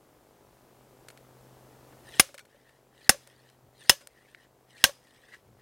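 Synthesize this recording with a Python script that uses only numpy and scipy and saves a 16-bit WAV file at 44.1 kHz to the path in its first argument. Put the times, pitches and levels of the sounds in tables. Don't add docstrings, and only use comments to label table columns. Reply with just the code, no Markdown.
import sys
import numpy as np
from scipy import signal
from scipy.fft import rfft, irfft
from scipy.io import wavfile
from scipy.ndimage import uniform_filter1d, minimum_filter1d

SR = 44100
rng = np.random.default_rng(int(sys.argv[2]) if len(sys.argv) > 2 else 0)


def wav_record(signal):
    frames = np.transpose(np.atleast_2d(signal))
    bounded = np.clip(frames, -1, 1)
    quanta = np.round(bounded * 32767).astype(np.int16)
    wavfile.write(sys.argv[1], SR, quanta)


N = 247401

# frequency in Hz, relative level in dB.
AIR_COLOUR = [(20, -16), (50, -0.5), (90, -2), (200, -2.5), (400, 1), (650, -4.5), (1000, -7.5),
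              (1500, -12.5), (2500, -17.5), (4000, -20), (8000, -21), (12000, -22), (13000, -21),
              (15500, -22.5)]
# time in seconds, level in dB before a small common lift.
ENGINE_LEVEL = [(0, -81.5), (1.45, -67), (2.3, -72.5), (2.95, -73.5), (3.5, -68), (4.2, -75.5),
                (4.75, -70.5), (5.5, -80)]
# time of the peak in seconds, level in dB, spread to either side in seconds.
WIND_PUFFS = [(3.662, -61, 0.021), (5.522, -62, .066)]
# start in seconds, colour levels in dB at 550 Hz, 2 kHz and 10 kHz
# (before the small offsets and the resonances in clink), time to fall by 60 dB in seconds.
HANDLE_CLINKS = [(1.0841, -60, -45.5, -52.5, 0.032), (1.102, -64, -52, -63, 0.047),
                 (1.174, -73, -47, -61, .028), (1.924, -57, -56, -83, 0.048),
                 (2.29, -48.5, -50, -72, 0.053), (2.3425, -43, -43, -49, .05),
                 (2.3785, -60, -31, -45.5, .03), (2.392, -63, -40.5, -54.5, 0.073),
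                 (2.452, -63, -50, -60, .03), (2.545, -51, -63, -80, 0.068), (2.692, -70.5, -54, -67, .05),
                 (3.273, -51, -47, -49, 0.012), (3.499, -65, -48.5, -57, .012),
                 (4.007, -55.5, -51.5, -60, .1), (4.072, -50, -39, -37, 0.0083),
                 (4.347, -74, -27.5, -63, .012)]
# frequency in Hz, width in Hz, lift in dB.
CLINK_RESONANCES = [(561, 130, 17.7), (1436, 250, 9), (1716, 200, 5.2), (2200, 250, 6.1), (2970, 300, 2.5),
                    (4250, 170, 6.1), (7850, 220, 7.4), (9000, 220, 11)]
# lift start in seconds, lift length in seconds,
# lift rub in dB, lift hiss in dB, extra rub in dB where it binds near the top, drop start in seconds,
# drop rub in dB, drop hiss in dB (both drop levels belong to the full speed at the bottom).
LIFTS_AND_DROPS = [(1.55, .36, -92, -93, 0, 2.025, -60.5, -58.5),
                   (2.46, .36, -70, -74.5, -0.5, 2.91, -56.5, -58.5),
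                   (3.17, .40, -70, -71.5, 0.5, 3.725, -57, -55.5),
                   (4.06, .43, -68, -73.5, 4.5, 4.665, -53, -56),
                   (5.0, .42, -66, -69.5, 8.5, 5.55, -60, -72)]
# frequency in Hz, width in Hz, relative level in dB.
RUB_RESONANCES = [(1830, 240, 3), (1980, 480, -1), (2380, 1100, -10)]
# frequency in Hz, width in Hz, relative level in dB.
HISS_RESONANCES = [(3150, 1100, 2), (4300, 800, 2), (4900, 620, 0), (6440, 1700, -7.5), (7800, 900, -5.5),
                   (9000, 470, -1), (10100, 350, -6.5), (12000, 3000, -16.5)]
# start in seconds, clash level in dB, chatter length in seconds, time for the clash
# to fall by 60 dB in seconds, rod ring in dB, ring tilt in dB per octave, rattle level in dB, time for the
# rattle to fall by 60 dB in seconds, rebound level in dB, settling knock in dB (set as a clink's 550 Hz level).
HAMMER_BLOWS = [(2.1959, -6.0, 0.0046, .031, -8, -1, -37.5, .2, -32, -58),
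                (3.0924, -3.5, .0013, .03, -.5, .7, -31, .11, -15.5, -39),
                (3.8943, -5, .003, .033, 3, 1.6, -23, .11, -20, -61),
                (4.8398, -0.3, .0012, .013, 3.5, 1.5, -22, .11, -12.5, -37.5)]
# frequency in Hz, relative level in dB.
CLASH_COLOUR = [(20, -18.5), (45, -4), (120, -3), (280, -4), (420, -3.5), (780, -4), (1000, -5), (1600, -3),
                (3000, -2.5), (4400, -6), (6200, -4.5), (10000, -6), (11000, -6.5), (15500, -11)]
# frequency in Hz, width in Hz, then the lift in dB in each of the four blows.
CLASH_RESONANCES = [(255, 210, 7, 4, -1.5, 3.5), (774, 130, 6, 9, 9, 5), (980, 70, -1.5, -5.5, 8.5, 1),
                    (1184, 110, 9, 2, 0.5, 5), (1587, 170, 9.5, 11, 6, 12), (1900, 220, -3.5, 9, 13, 9.5),
                    (2100, 170, 11, 4, -5, -4), (2350, 200, 4.5, -0.5, -7.5, 0.5),
                    (2786, 380, 7.5, 2.5, 11, 9.5), (3100, 240, -7.5, -13.5, -0.5, 6),
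                    (3408, 410, 6, 0.5, 9.5, 8.5), (3970, 220, 1, 1.5, 5, 9.5),
                    (5200, 460, 12.5, 13, 19, 11), (5600, 160, -0.5, 7, 1, 10.5),
                    (6470, 300, 5.5, 9, 8.5, 4), (7530, 200, 1, 10.5, 2, -2),
                    (8700, 130, 11, 9.5, 7.5, 8.5), (9150, 180, 5, 1, 7, 0),
                    (9750, 230, 18.5, 14.5, 11, 7.5), (11690, 330, 6, 5, 4.5, -5),
                    (13340, 220, 0.5, 1.5, 9, 0.5)]
# frequency in Hz, level in dB before each blow's ring level and tilt,
# time to fall by 60 dB in seconds before the weight chokes it.
ROD_MODES = [(541, -35.5, .2), (570, -40.5, 0.34), (1112, -42.5, 0.18), (1713, -38, .16),
             (2972, -35.5, 0.083), (3510, -36, .07), (4080, -47, .15), (4352, -45, 0.16),
             (4670, -41.5, 0.11), (5000, -58, 0.51), (5300, -45.5, 0.15), (6200, -35.5, 0.14),
             (7060, -46.5, .13), (9000, -45, 0.14), (8872, -42, .09), (9830, -35, .08), (13310, -50, .13),
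             (14470, -44, 0.13)]
# frequency in Hz, relative level in dB.
SCATTER_COLOUR = [(100, -6.5), (500, -8), (1000, -1), (1900, -2), (5000, 1), (10000, -2), (15000, -7)]

LENGTH = 32768
T = np.arange(N) / SR
AGE = np.arange(LENGTH) / SR


def from_db(db):
    return 10 ** (np.asarray(db) / 20)


def rms_one(x):
    return x / np.sqrt(np.mean(x ** 2) + 1e-20)


def fade(age, t60):
    return np.exp(-np.log(1000) * np.maximum(age, 0) / t60)


def add(out, s, sound):
    i = round(s * SR)
    out[i:i + len(sound)] += sound[:N - i]


def shape_db(points, peaks=(), size=LENGTH):
    hz = np.maximum(np.fft.rfftfreq(size, 1 / SR), 1)
    knots, levels = np.transpose(points)
    humps = sum(lift / (1 + (2 * (hz - centre) / width) ** 2) for centre, width, lift in peaks)
    return np.interp(np.log(hz), np.log(knots), levels) + humps


def colour(x, curve_db):
    log_gain = np.log(rms_one(from_db(curve_db)))
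    cepstrum = irfft(log_gain, len(x))
    cepstrum[1:len(x) // 2] *= 2
    cepstrum[len(x) // 2 + 1:] = 0
    response = np.exp(rfft(cepstrum))
    return irfft(rfft(x) * response, len(x))


def resonate(x, hz, width_hz):
    r = np.exp(-np.pi * width_hz / SR)
    top = np.array([1, 0, -1]) * (1 - r * r) / 2
    bottom = [1, -2 * r * np.cos(2 * np.pi * hz / SR), r * r]
    return signal.lfilter(top, bottom, x + 1e-18)


def drift(rate):
    knots = rng.standard_normal(4096)
    return rms_one(np.interp(T * rate, np.arange(len(knots)), knots))


def chatter(envelope, order=12):
    envelope = envelope[:LENGTH // 8]
    burst = rng.standard_normal(len(envelope)) * envelope
    for _ in range(order):
        even = irfft(np.exp(1j * np.angle(rfft(burst))))
        strength = np.sqrt(np.abs(uniform_filter1d(even ** 2, size=32)) + 1e-14)
        burst = even * envelope / strength
    return np.pad(burst, (0, LENGTH - len(burst)))


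def air(level_db=-65.3, flutter_db=0.2):
    gain = from_db(shape_db(AIR_COLOUR, size=N))
    noise = irfft(rfft(rng.standard_normal(N)) * gain, N)
    return from_db(level_db + flutter_db * drift(24)) * rms_one(noise)


def engine(firing_hz=128, waver_hz=.4, lift_db=0.5, octave_db=-10):
    phase = 2 * np.pi * np.cumsum(firing_hz + waver_hz * drift(3)) / SR
    hum = np.sin(phase) + from_db(octave_db) * np.sin(2 * phase)
    level_db = np.interp(T, *np.transpose(ENGINE_LEVEL)) + lift_db
    return from_db(level_db) * rms_one(hum)


def camera_tick(ticks_per_s=50, hz=520, width_hz=440, level_db=-69.6):
    clicks = np.zeros(N)
    at = np.round(np.arange(.0096, T[-1], 1 / ticks_per_s) * SR).astype(int)
    clicks[at] = from_db(.6 * rng.standard_normal(len(at)))
    treble_cut = signal.butter(2, 1000, fs=SR, output="sos")
    dull = signal.sosfilt(treble_cut, resonate(clicks, hz, width_hz))
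    return from_db(level_db) * rms_one(dull)


def wind(hz=85, width_hz=70):
    strength = sum(from_db(db) * np.exp(-((T - s) / spread) ** 2 / 2) for s, db, spread in WIND_PUFFS)
    narrow = resonate(rng.standard_normal(N), hz, width_hz)
    return strength * rms_one(resonate(narrow, hz, 2 * width_hz))


def clink(low_db, mid_db, high_db, t60, touch_s=.0008, grain_db=3.0):
    points = [(200, low_db - 16), (550, low_db - 1), (900, (low_db + mid_db) / 2 - 3.5),
              (2000, mid_db - 5), (10000, high_db - 2.5), (15000, high_db - 11)]
    curve = shape_db(points, CLINK_RESONANCES)
    strength = np.sqrt(np.mean(from_db(curve) ** 2))
    grain = from_db(grain_db * drift(500)[:LENGTH])
    touch = np.minimum(AGE / touch_s, 1) * fade(AGE, t60) * grain
    return 2 * strength * colour(chatter(touch), curve)


def clinks(settle_s=.051, settle_mid_db=-9, settle_top_db=-18, settle_t60_s=.06):
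    out = np.zeros(N)
    for s, *contact in HANDLE_CLINKS:
        add(out, s, clink(*contact))
    for s, *_, db in HAMMER_BLOWS:
        knock = clink(db, db + settle_mid_db, db + settle_top_db, settle_t60_s)
        add(out, s + settle_s, knock)
    return out


def progress(start, length):
    return np.clip((T - start) / length, 0, 1)


def friction(modes, grain_db, patchy_db):
    grains = rng.standard_normal(N) * from_db(grain_db * drift(700))
    out = np.zeros(N)
    for k, (hz, width, db) in enumerate(modes):
        sign = (-1) ** k
        out += sign * resonate(grains, hz, width) * from_db(db + patchy_db * drift(55))
    return rms_one(out)


def along_rod(x, height, echo, low_hz=520, high_hz=1050):
    lag = SR / (low_hz + (high_hz - low_hz) * height)
    i = np.arange(N)
    return rms_one(x + echo * np.interp(i - lag, i, x))


def slide(drop_s=.172, lift_edge_s=0.057, bind_at=0.8, bind_width=.14):
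    rub, hiss, height = np.zeros((3, N))
    for start, length, rub_db, hiss_db, bind_db, drop, drop_rub_db, drop_hiss_db in LIFTS_AND_DROPS:
        up, down = progress(start, length), progress(drop, drop_s)
        height += (1 - np.cos(np.pi * up)) / 2 - down ** 2
        lifting = np.minimum(np.minimum(up, 1 - up) * length / lift_edge_s, 1)
        binding = np.exp(-((up - bind_at) / bind_width) ** 2 / 2)
        falling = down * (down < 1)
        rub += lifting * from_db(rub_db + bind_db * binding) + falling * from_db(drop_rub_db)
        hiss += lifting * from_db(hiss_db) + falling * from_db(drop_hiss_db)
    low_rub = friction(RUB_RESONANCES, grain_db=1.8, patchy_db=3.0)
    high_hiss = friction(HISS_RESONANCES, grain_db=3.6, patchy_db=3.0)
    return rub * along_rod(low_rub, height, echo=0.26) + hiss * along_rod(high_hiss, height, echo=0.68)


def rod_ring(level_db, tilt_db, shake=0.43, shake_hz=90, middle_hz=2000, settle_s=0.056, choke_t60=0.037):
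    out = np.zeros(LENGTH)
    lowest_hz = ROD_MODES[0][0]
    for hz, mode_db, t60 in ROD_MODES:
        knots = rng.standard_normal(256)
        waver = 1 + shake * np.interp(AGE * shake_hz, np.arange(len(knots)), knots)
        strength = from_db(level_db + mode_db + tilt_db * np.log2(hz / middle_hz))
        choked = fade(AGE - settle_s, choke_t60 * (hz / lowest_hz) ** 2)
        out += strength * waver * fade(AGE, t60) * choked * np.sin(2 * np.pi * hz * AGE)
    return out


def blow_rattle(rattle_db, rattle_t60, steel, smooth, scatter_db=-47, scatter_t60=.42,
                ground_db=-20, ground_t60=0.075, steel_share=0.23, grain_db=1.0):
    loose = from_db(rattle_db + grain_db * drift(500)[:LENGTH]) * fade(AGE, rattle_t60)
    buildings = from_db(scatter_db) * fade(AGE, scatter_t60)
    ground = from_db(ground_db) * fade(AGE, ground_t60)
    tail = np.hypot(loose + buildings, ground)
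    curve = smooth + steel_share * (steel - smooth) + shape_db(SCATTER_COLOUR)
    return tail * rng.standard_normal(LENGTH), curve


def blows(bite_s=.0012, thud_db=-52, thud_hz=32, thud_t60=.16, rebound_s=.008, rebound_t60_s=.017):
    out = np.zeros(N)
    bite = np.minimum(AGE / bite_s, 1)
    smooth = shape_db(CLASH_COLOUR)
    for k, blow in enumerate(HAMMER_BLOWS):
        s, db, hold, t60, ring_db, tilt_db, rattle_db, rattle_t60, rebound_db, _ = blow
        peaks = [(hz, width, lifts[k]) for hz, width, *lifts in CLASH_RESONANCES]
        steel = shape_db(CLASH_COLOUR, peaks)
        clash = colour(from_db(db) * chatter(bite * fade(AGE - hold, t60)), steel)
        noise, curve = blow_rattle(rattle_db, rattle_t60, steel, smooth)
        rattle = colour(bite * noise, curve)
        ring = bite * rod_ring(ring_db, tilt_db)
        thud = from_db(thud_db) * fade(AGE, thud_t60) * np.sin(2 * np.pi * thud_hz * AGE)
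        add(out, s, clash + rattle + ring + thud)
        landing = from_db(rebound_db) * chatter(bite * fade(AGE, rebound_t60_s))
        add(out, s + rebound_s, colour(landing, steel))
    return out


def scene(left_db=0.76, side_db=-19, hammer_left_db=0.33):
    sides = np.array([[1], [-1]])
    wide_air = from_db(side_db) * air() * sides
    background = air() + wide_air + engine() + camera_tick() + wind()
    others = background + clinks() + slide()
    return blows() * from_db(hammer_left_db * sides) + others * from_db(left_db * sides)


def gain_control(x, threshold_db=-22.6, boost_db=10, start_cut_db=7.5, recover_db_per_s=3.0,
                 hold_s=.5, sense_s=.02, ahead_s=.004):
    r = np.exp(-1 / (sense_s * SR))
    power = signal.lfilter([1 - r], [1, -r], np.mean(x ** 2, axis=0))
    over = 10 * np.log10(power + 1e-14) - threshold_db
    half = int(hold_s * SR / 2)
    held = -minimum_filter1d(-over, 2 * half + 1, origin=half, mode="nearest")
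    recovered = recover_db_per_s * T
    cut = np.maximum.accumulate(np.maximum(held + recovered, start_cut_db)) - recovered
    return x * from_db(boost_db - np.interp(T + ahead_s, T, np.maximum(cut, 0)))


def record(dry, cutoff_hz=15800):
    loud = gain_control(dry)
    clipped = loud / (1 + loud ** 6) ** (1 / 6)
    top_cut = signal.ellip(10, .1, 80, cutoff_hz, fs=SR, output="sos")
    return signal.sosfilt(top_cut, clipped)


dry = scene()
out = record(dry)
wav_record(out)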